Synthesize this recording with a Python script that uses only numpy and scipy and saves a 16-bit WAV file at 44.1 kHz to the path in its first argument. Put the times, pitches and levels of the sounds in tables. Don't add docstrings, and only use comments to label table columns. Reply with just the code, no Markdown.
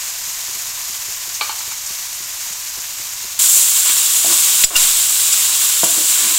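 import sys
import numpy as np
from scipy import signal
from scipy.fft import rfft, irfft, next_fast_len
from scipy.io import wavfile
from scipy.ndimage import map_coordinates

SR = 44100
rng = np.random.default_rng(int(sys.argv[2]) if len(sys.argv) > 2 else 0)


def generate_wav(signal):
    frames = np.transpose(np.atleast_2d(signal))
    scaled = np.clip(frames, -1, 1) * 32767
    pcm = np.round(scaled).astype(np.int16)
    wavfile.write(sys.argv[1], SR, pcm)


N = 281639

# frequency in Hz, spectral level in dB.
RUMBLE_SPECTRUM = [(20, 1), (60, -3.5), (105, 1.5), (160, -8.5), (300, -14), (600, -13.5), (2000, -24.5)]
SIMMER_SPECTRUM = [(100, -41), (450, -29), (700, -18.5), (1000, -12.5), (1300, -14.5), (2000, -10),
                   (3500, -9.5), (5200, -5), (7000, -0.5), (8600, -8), (11000, -11), (13300, -7),
                   (15700, -13.5)]
FIZZ_SPECTRUM = [(1500, -44), (4000, -17.5), (5800, -11.5), (6600, -5), (7500, 0.5), (8400, -4.5),
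                 (9400, -7), (11000, -10), (14000, -10), (15700, -10.5)]
SPATTER_SPECTRUM = [(100, -25.5), (300, -25.5), (550, -21.5), (850, -12.5), (1200, -8.5), (1800, -8),
                    (2500, -4.5), (3400, 2), (4600, -1), (6000, -1), (9000, -30)]
# frequency in Hz, t60 in seconds.
KITCHEN_DECAY = [(200, 0.48), (2000, 0.39), (10000, 0.2)]
# frequency in Hz, width in Hz, gain in dB.
CLACK_MODES = [(370, 53, -8.5), (880, 140, -2.5), (1160, 120, 1), (1390, 200, -2.5), (1540, 88, -1.5),
               (2312, 62, 4), (3000, 400, -6.5), (4260, 310, -0.5)]
PLOP_MODES = [(92, 48, 2), (201, 60, -1.5), (373, 115, -0.5)]
STAND_MODES = [(170, 69, -3), (388, 140, 1.5), (725, 350, 1), (1590, 200, -18)]
WOK_MODES = [(214, 31, 0.5), (332, 27, 5), (428, 45, -5), (570, 30, -2), (695, 8, 4.5), (995, 44, -5.5),
             (1145, 41, -6.5), (1485, 64, -10.5), (2290, 100, -16), (2770, 60, -10), (3870, 29, -9.5)]
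# frequency in Hz, level in dB, t60 in seconds.
STEEL_MODES = [(1440, -5.5, 0.098), (2793, -1, 0.049), (3537, -11, 0.045), (4960, -6.5, 0.069),
               (5600, -10.5, 0.058), (7210, 0.5, 0.039), (7750, -15, .06), (7870, -3, 0.05),
               (9300, -24, .08)]
# start in seconds, peak in dB, most excited frequency in Hz.
CLACK_HITS = [(1.4091, -4.5, 1470), (1.4923, -13, 1160), (1.603, -20.5, 4000), (1.713, -21.5, 1600)]
# start in seconds, level in dB, decay time in seconds.
MIC_OVERLOADS = [(4.643, -20, 0.017), (4.756, -25, .09)]
# start in seconds, peak in dB.
STEAM_PLOPS = [(0.272, -38.5), (0.482, -36), (0.549, -40), (0.679, -41), (0.893, -37), (1.08, -35),
               (1.274, -36.5), (1.674, -37.5), (1.9, -36), (2.2, -39), (2.501, -38), (2.771, -36),
               (2.995, -37), (3.241, -37)]
DROP_SPITS = [(1.343, -13.5), (1.588, -14.5), (1.776, -17), (1.862, -14), (2.412, -17), (2.527, -16.5),
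              (2.801, -18)]
WOK_KNOCKS = [(3.564, -27.5), (4.246, -17), (4.262, -19), (4.6387, -22), (5.8332, -6.5), (5.8351, -12.5),
              (5.974, -26)]
# start in seconds, length in seconds, level in dB, most excited frequency in Hz.
SPOON_SCRAPES = [(3.842, 0.074, -26, 2900), (4.26, 0.083, -36, 330), (4.289, 0.057, -31, 1200),
                 (4.695, 0.071, -32, 1180), (4.739, 0.046, -33, 1500), (5.851, .1, -43, 330),
                 (5.958, 0.077, -34, 450), (6.122, 0.26, -28.5, 2700), (6.198, 0.15, -41, 330)]
# start in seconds, peak in dB, most excited frequency in Hz,
# contact time in seconds, crack relative to ring in dB.
SPOON_CLINKS = [(4.6370, 0.5, 3160, 0.00049, 8), (4.640, 3.5, 7060, 0.0028, -7),
                (4.7542, -3.5, 2830, 0.0066, -12), (4.762, 1.5, 6000, 0.004, 9),
                (4.796, -10, 7500, .002, 2), (5.324, -4, 7500, 0.0074, -11), (5.838, 0, 7250, 0.0044, 0)]
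# start in seconds, length in seconds, fizz rise in dB, spatter rise in dB.
STIR_FLARES = [(3.383, .04, 3, 0.6), (3.48, 0.084, 3.5, -0.5), (3.84, 0.15, 0.8, 2), (4.21, 0.52, 1.1, 1.5),
               (4.747, 0.085, 1.2, 3.5), (5.297, 0.29, 0.3, 1.5), (6.056, 0.39, 1, 0.6)]

SEAR_START_S = 3.3903


def amp(db):
    return 10 ** (np.asarray(db) / 20)


def unit(x):
    return x / np.sqrt(np.mean(x ** 2) + 1e-20)


def at_peak(x, db):
    return amp(db) * x / np.abs(x).max()


def along(points, hz):
    knots_hz, values = np.transpose(points)
    return np.interp(np.log(hz + 1), np.log(knots_hz + 1), values)


def wobble(rate_hz):
    knots = rng.standard_normal(int(N * rate_hz / SR) + 4)
    return map_coordinates(knots, [np.arange(N) * rate_hz / SR])


def ramp(start_s, length_s):
    return np.clip((np.arange(N) / SR - start_s) / length_s, 0, 1)


def filtered(x, response):
    size = next_fast_len(len(x) + SR // 4)
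    return irfft(rfft(x, size) * response(np.fft.rfftfreq(size, 1 / SR)), size)[:len(x)]


def body(modes, hz):
    return sum((-1) ** k * amp(db) * 1j * hz * width_hz / (mode_hz ** 2 - hz ** 2 + 1j * hz * width_hz)
               for k, (mode_hz, width_hz, db) in enumerate(modes))


def focus(hz, centre_hz, octaves):
    return 1 / (1 + (np.log2((hz + 1) / centre_hz) / octaves) ** 2)


def add(track, start_s, sound):
    start = round(start_s * SR)
    track[start:start + len(sound)] += sound[:N - start]


def burst(t60_s):
    t = np.arange(SR // 4) / SR
    return rng.standard_normal(len(t)) * amp(-60 * t / t60_s)


def room_rumble():
    noise = rng.standard_normal(N)
    return amp(-51.5) * unit(filtered(noise, lambda hz: amp(along(RUMBLE_SPECTRUM, hz))))


def kitchen_reverb(x):
    hz, t, noise = signal.stft(rng.standard_normal(SR // 2), SR, nperseg=256)
    decay = amp(-60 * t / along(KITCHEN_DECAY, hz)[:, None])
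    tail = signal.istft(noise * decay, SR, nperseg=256)[1]
    delayed = np.pad(x, (SR // 200, 0))
    return signal.fftconvolve(delayed, tail / np.linalg.norm(tail))[:N]


def clacks(rebound_s=0.009, rebound_loss_db=8.5):
    out = np.zeros(N)
    for start_s, db, centre_hz in CLACK_HITS:
        for bounce in range(2):
            force = burst(t60_s=0.047)
            blow = filtered(force, lambda hz: body(CLACK_MODES, hz) * focus(hz, centre_hz, octaves=2.3))
            add(out, start_s + bounce * rebound_s, at_peak(blow, db - bounce * rebound_loss_db))
    return out


def overloads(attack_s=0.0026, rumble_db=-25, cutoff_hz=45):
    out, t = np.zeros(N), np.arange(SR) / SR
    for start_s, db, decay_s in MIC_OVERLOADS:
        rumble = unit(filtered(rng.standard_normal(len(t)), lambda hz: 1 / (1 + (hz / cutoff_hz) ** 4)))
        rumble *= amp(rumble_db) * np.exp(-t / 0.5) * (1 - t)
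        thump = np.exp(-t / decay_s)
        onset = (1 - np.exp(-t / attack_s)) ** 2
        add(out, start_s, amp(db) * onset * (thump + rumble))
    return out


def plops(faint_db=-45.5, spread_db=4.5):
    out = np.zeros(N)
    faint = [(rng.random() * SEAR_START_S, rng.normal(faint_db, spread_db)) for _ in range(6)]
    for start_s, db in list(STEAM_PLOPS) + faint:
        thud = filtered(burst(t60_s=0.087), lambda hz: body(PLOP_MODES, hz))
        add(out, start_s, at_peak(thud, db))
    return out


def spits():
    out = np.zeros(N)
    for start_s, db in DROP_SPITS:
        puff = filtered(burst(t60_s=0.092), lambda hz: focus(hz, 6600, octaves=0.27))
        add(out, start_s, at_peak(puff, db))
    return out


def knocks():
    def response(hz):
        return body(STAND_MODES, hz) + amp(-1.5) * body(WOK_MODES, hz) * focus(hz, 610, octaves=0.76)

    out = np.zeros(N)
    for start_s, db in WOK_KNOCKS:
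        force = 0.051 * burst(t60_s=0.063)
        force[0] += 1
        add(out, start_s, at_peak(filtered(force, response), db))
    return out


def scrapes():
    out = np.zeros(N)
    for start_s, length_s, db, centre_hz in SPOON_SCRAPES:
        slips = rng.standard_normal(SR // 2)[:int(length_s * SR)] ** 3
        rub = filtered(
            slips, lambda hz: (body(WOK_MODES, hz) + 0.11) * focus(hz, centre_hz, octaves=1.45) ** 2)
        add(out, start_s, amp(db) * unit(rub) * signal.windows.tukey(len(rub), 0.6))
    return out


def clinks():
    out, t = np.zeros(N), np.arange(SR // 4) / SR
    for start_s, db, centre_hz, contact_s, crack_db in SPOON_CLINKS:
        ring = np.zeros(len(t))
        for mode_hz, mode_db, t60_s in STEEL_MODES:
            envelope = focus(mode_hz, centre_hz, octaves=0.44) * amp(mode_db - 60 * t / t60_s)
            ring += envelope * np.sin(2 * np.pi * (mode_hz * t + rng.random()))
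        crack = filtered(burst(t60_s=0.032), lambda hz: focus(hz, centre_hz, octaves=1.0))
        blow = (unit(ring) + amp(crack_db) * unit(crack)) * (1 - np.exp(-t / contact_s))
        add(out, start_s, at_peak(blow, db))
    return out


def bubbles(count, spread_db, cycles, hiss_gain):
    when, pitch, size, phase = rng.random((count, 4)).T
    hz = 600 + 15400 * pitch
    t = np.arange(64) / SR
    life_s = np.minimum(cycles / hz, len(t) / SR / 3)[:, None]
    strength = amp(spread_db * np.minimum(-np.log(1 - size), 6))[:, None]
    envelopes = strength / np.sqrt(life_s) * np.exp(-t / life_s)
    rings = envelopes * np.sin(2 * np.pi * (hz[:, None] * t + phase[:, None]))
    index = (when * N).astype(int)[:, None] + np.arange(len(t))
    pops = np.bincount(index.ravel(), rings.ravel())[:N]
    return unit(unit(pops) + hiss_gain * rng.standard_normal(N))


def in_wok(x, spectrum, bowl_db):
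    return unit(filtered(
        x, lambda hz: amp(along(spectrum, hz)) * (1 + amp(bowl_db) * np.abs(body(WOK_MODES, hz)))))


def simmer(start_db=-24, cooling_db_per_s=0.55):
    level_db = start_db - cooling_db_per_s * np.arange(N) / SR
    flurry_db = 0.76 * wobble(70) + 0.3 * wobble(15)
    fry = bubbles(count=40000, spread_db=2.0, cycles=2.2, hiss_gain=1.67) * amp(flurry_db)
    return amp(level_db) * in_wok(fry, SIMMER_SPECTRUM, bowl_db=-0.5)


def flare(start_s, length_s, attack_s=0.037, release_s=0.086):
    since_end_s = np.maximum(np.arange(N) / SR - start_s - length_s, 0)
    return ramp(start_s, attack_s) * np.exp(-since_end_s / release_s)


def lull(start_s=4.642, fall_s=0.011, end_s=4.762, rise_s=0.025, depth_db=-11):
    return amp(depth_db * (ramp(start_s, fall_s) - ramp(end_s - rise_s, rise_s)))


def sear(fizz_db=-13, spatter_db=-23, drying_db_per_s=0.52):
    fizz_db -= drying_db_per_s * (np.arange(N) / SR - SEAR_START_S)
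    for start_s, length_s, fizz_rise_db, spatter_rise_db in STIR_FLARES:
        swell = flare(start_s, length_s)
        fizz_db += fizz_rise_db * swell
        spatter_db += spatter_rise_db * swell
    flurry_db = 0.6 * wobble(60) + 0.41 * wobble(12)
    fine = bubbles(count=55000, spread_db=1.5, cycles=5.6, hiss_gain=1.54)
    coarse = bubbles(count=45000, spread_db=1.6, cycles=3.2, hiss_gain=1.36)
    fizz = amp(fizz_db) * in_wok(fine, FIZZ_SPECTRUM, bowl_db=-7)
    spatter = amp(spatter_db) * in_wok(coarse, SPATTER_SPECTRUM, bowl_db=6.0)
    return amp(flurry_db) * (fizz + spatter)


def scene():
    searing = ramp(SEAR_START_S, 0.00078)
    frying = (1 - searing) * simmer() + spits() + searing * sear()
    spoon, clack = knocks() + scrapes(), clacks()
    reverb = kitchen_reverb(amp(-10) * spoon + amp(-7.5) * clack)
    mono = lull() * (frying + room_rumble()) + plops() + spoon + clinks() + overloads() + clack + reverb
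    return np.array([mono, mono])


def record(dry, top_hz=15800):
    clipped = dry / (1 + np.abs(dry) ** 8) ** (1 / 8)
    return np.array([filtered(channel, lambda hz: hz < top_hz) for channel in clipped])


dry = scene()
out = record(dry)
generate_wav(out)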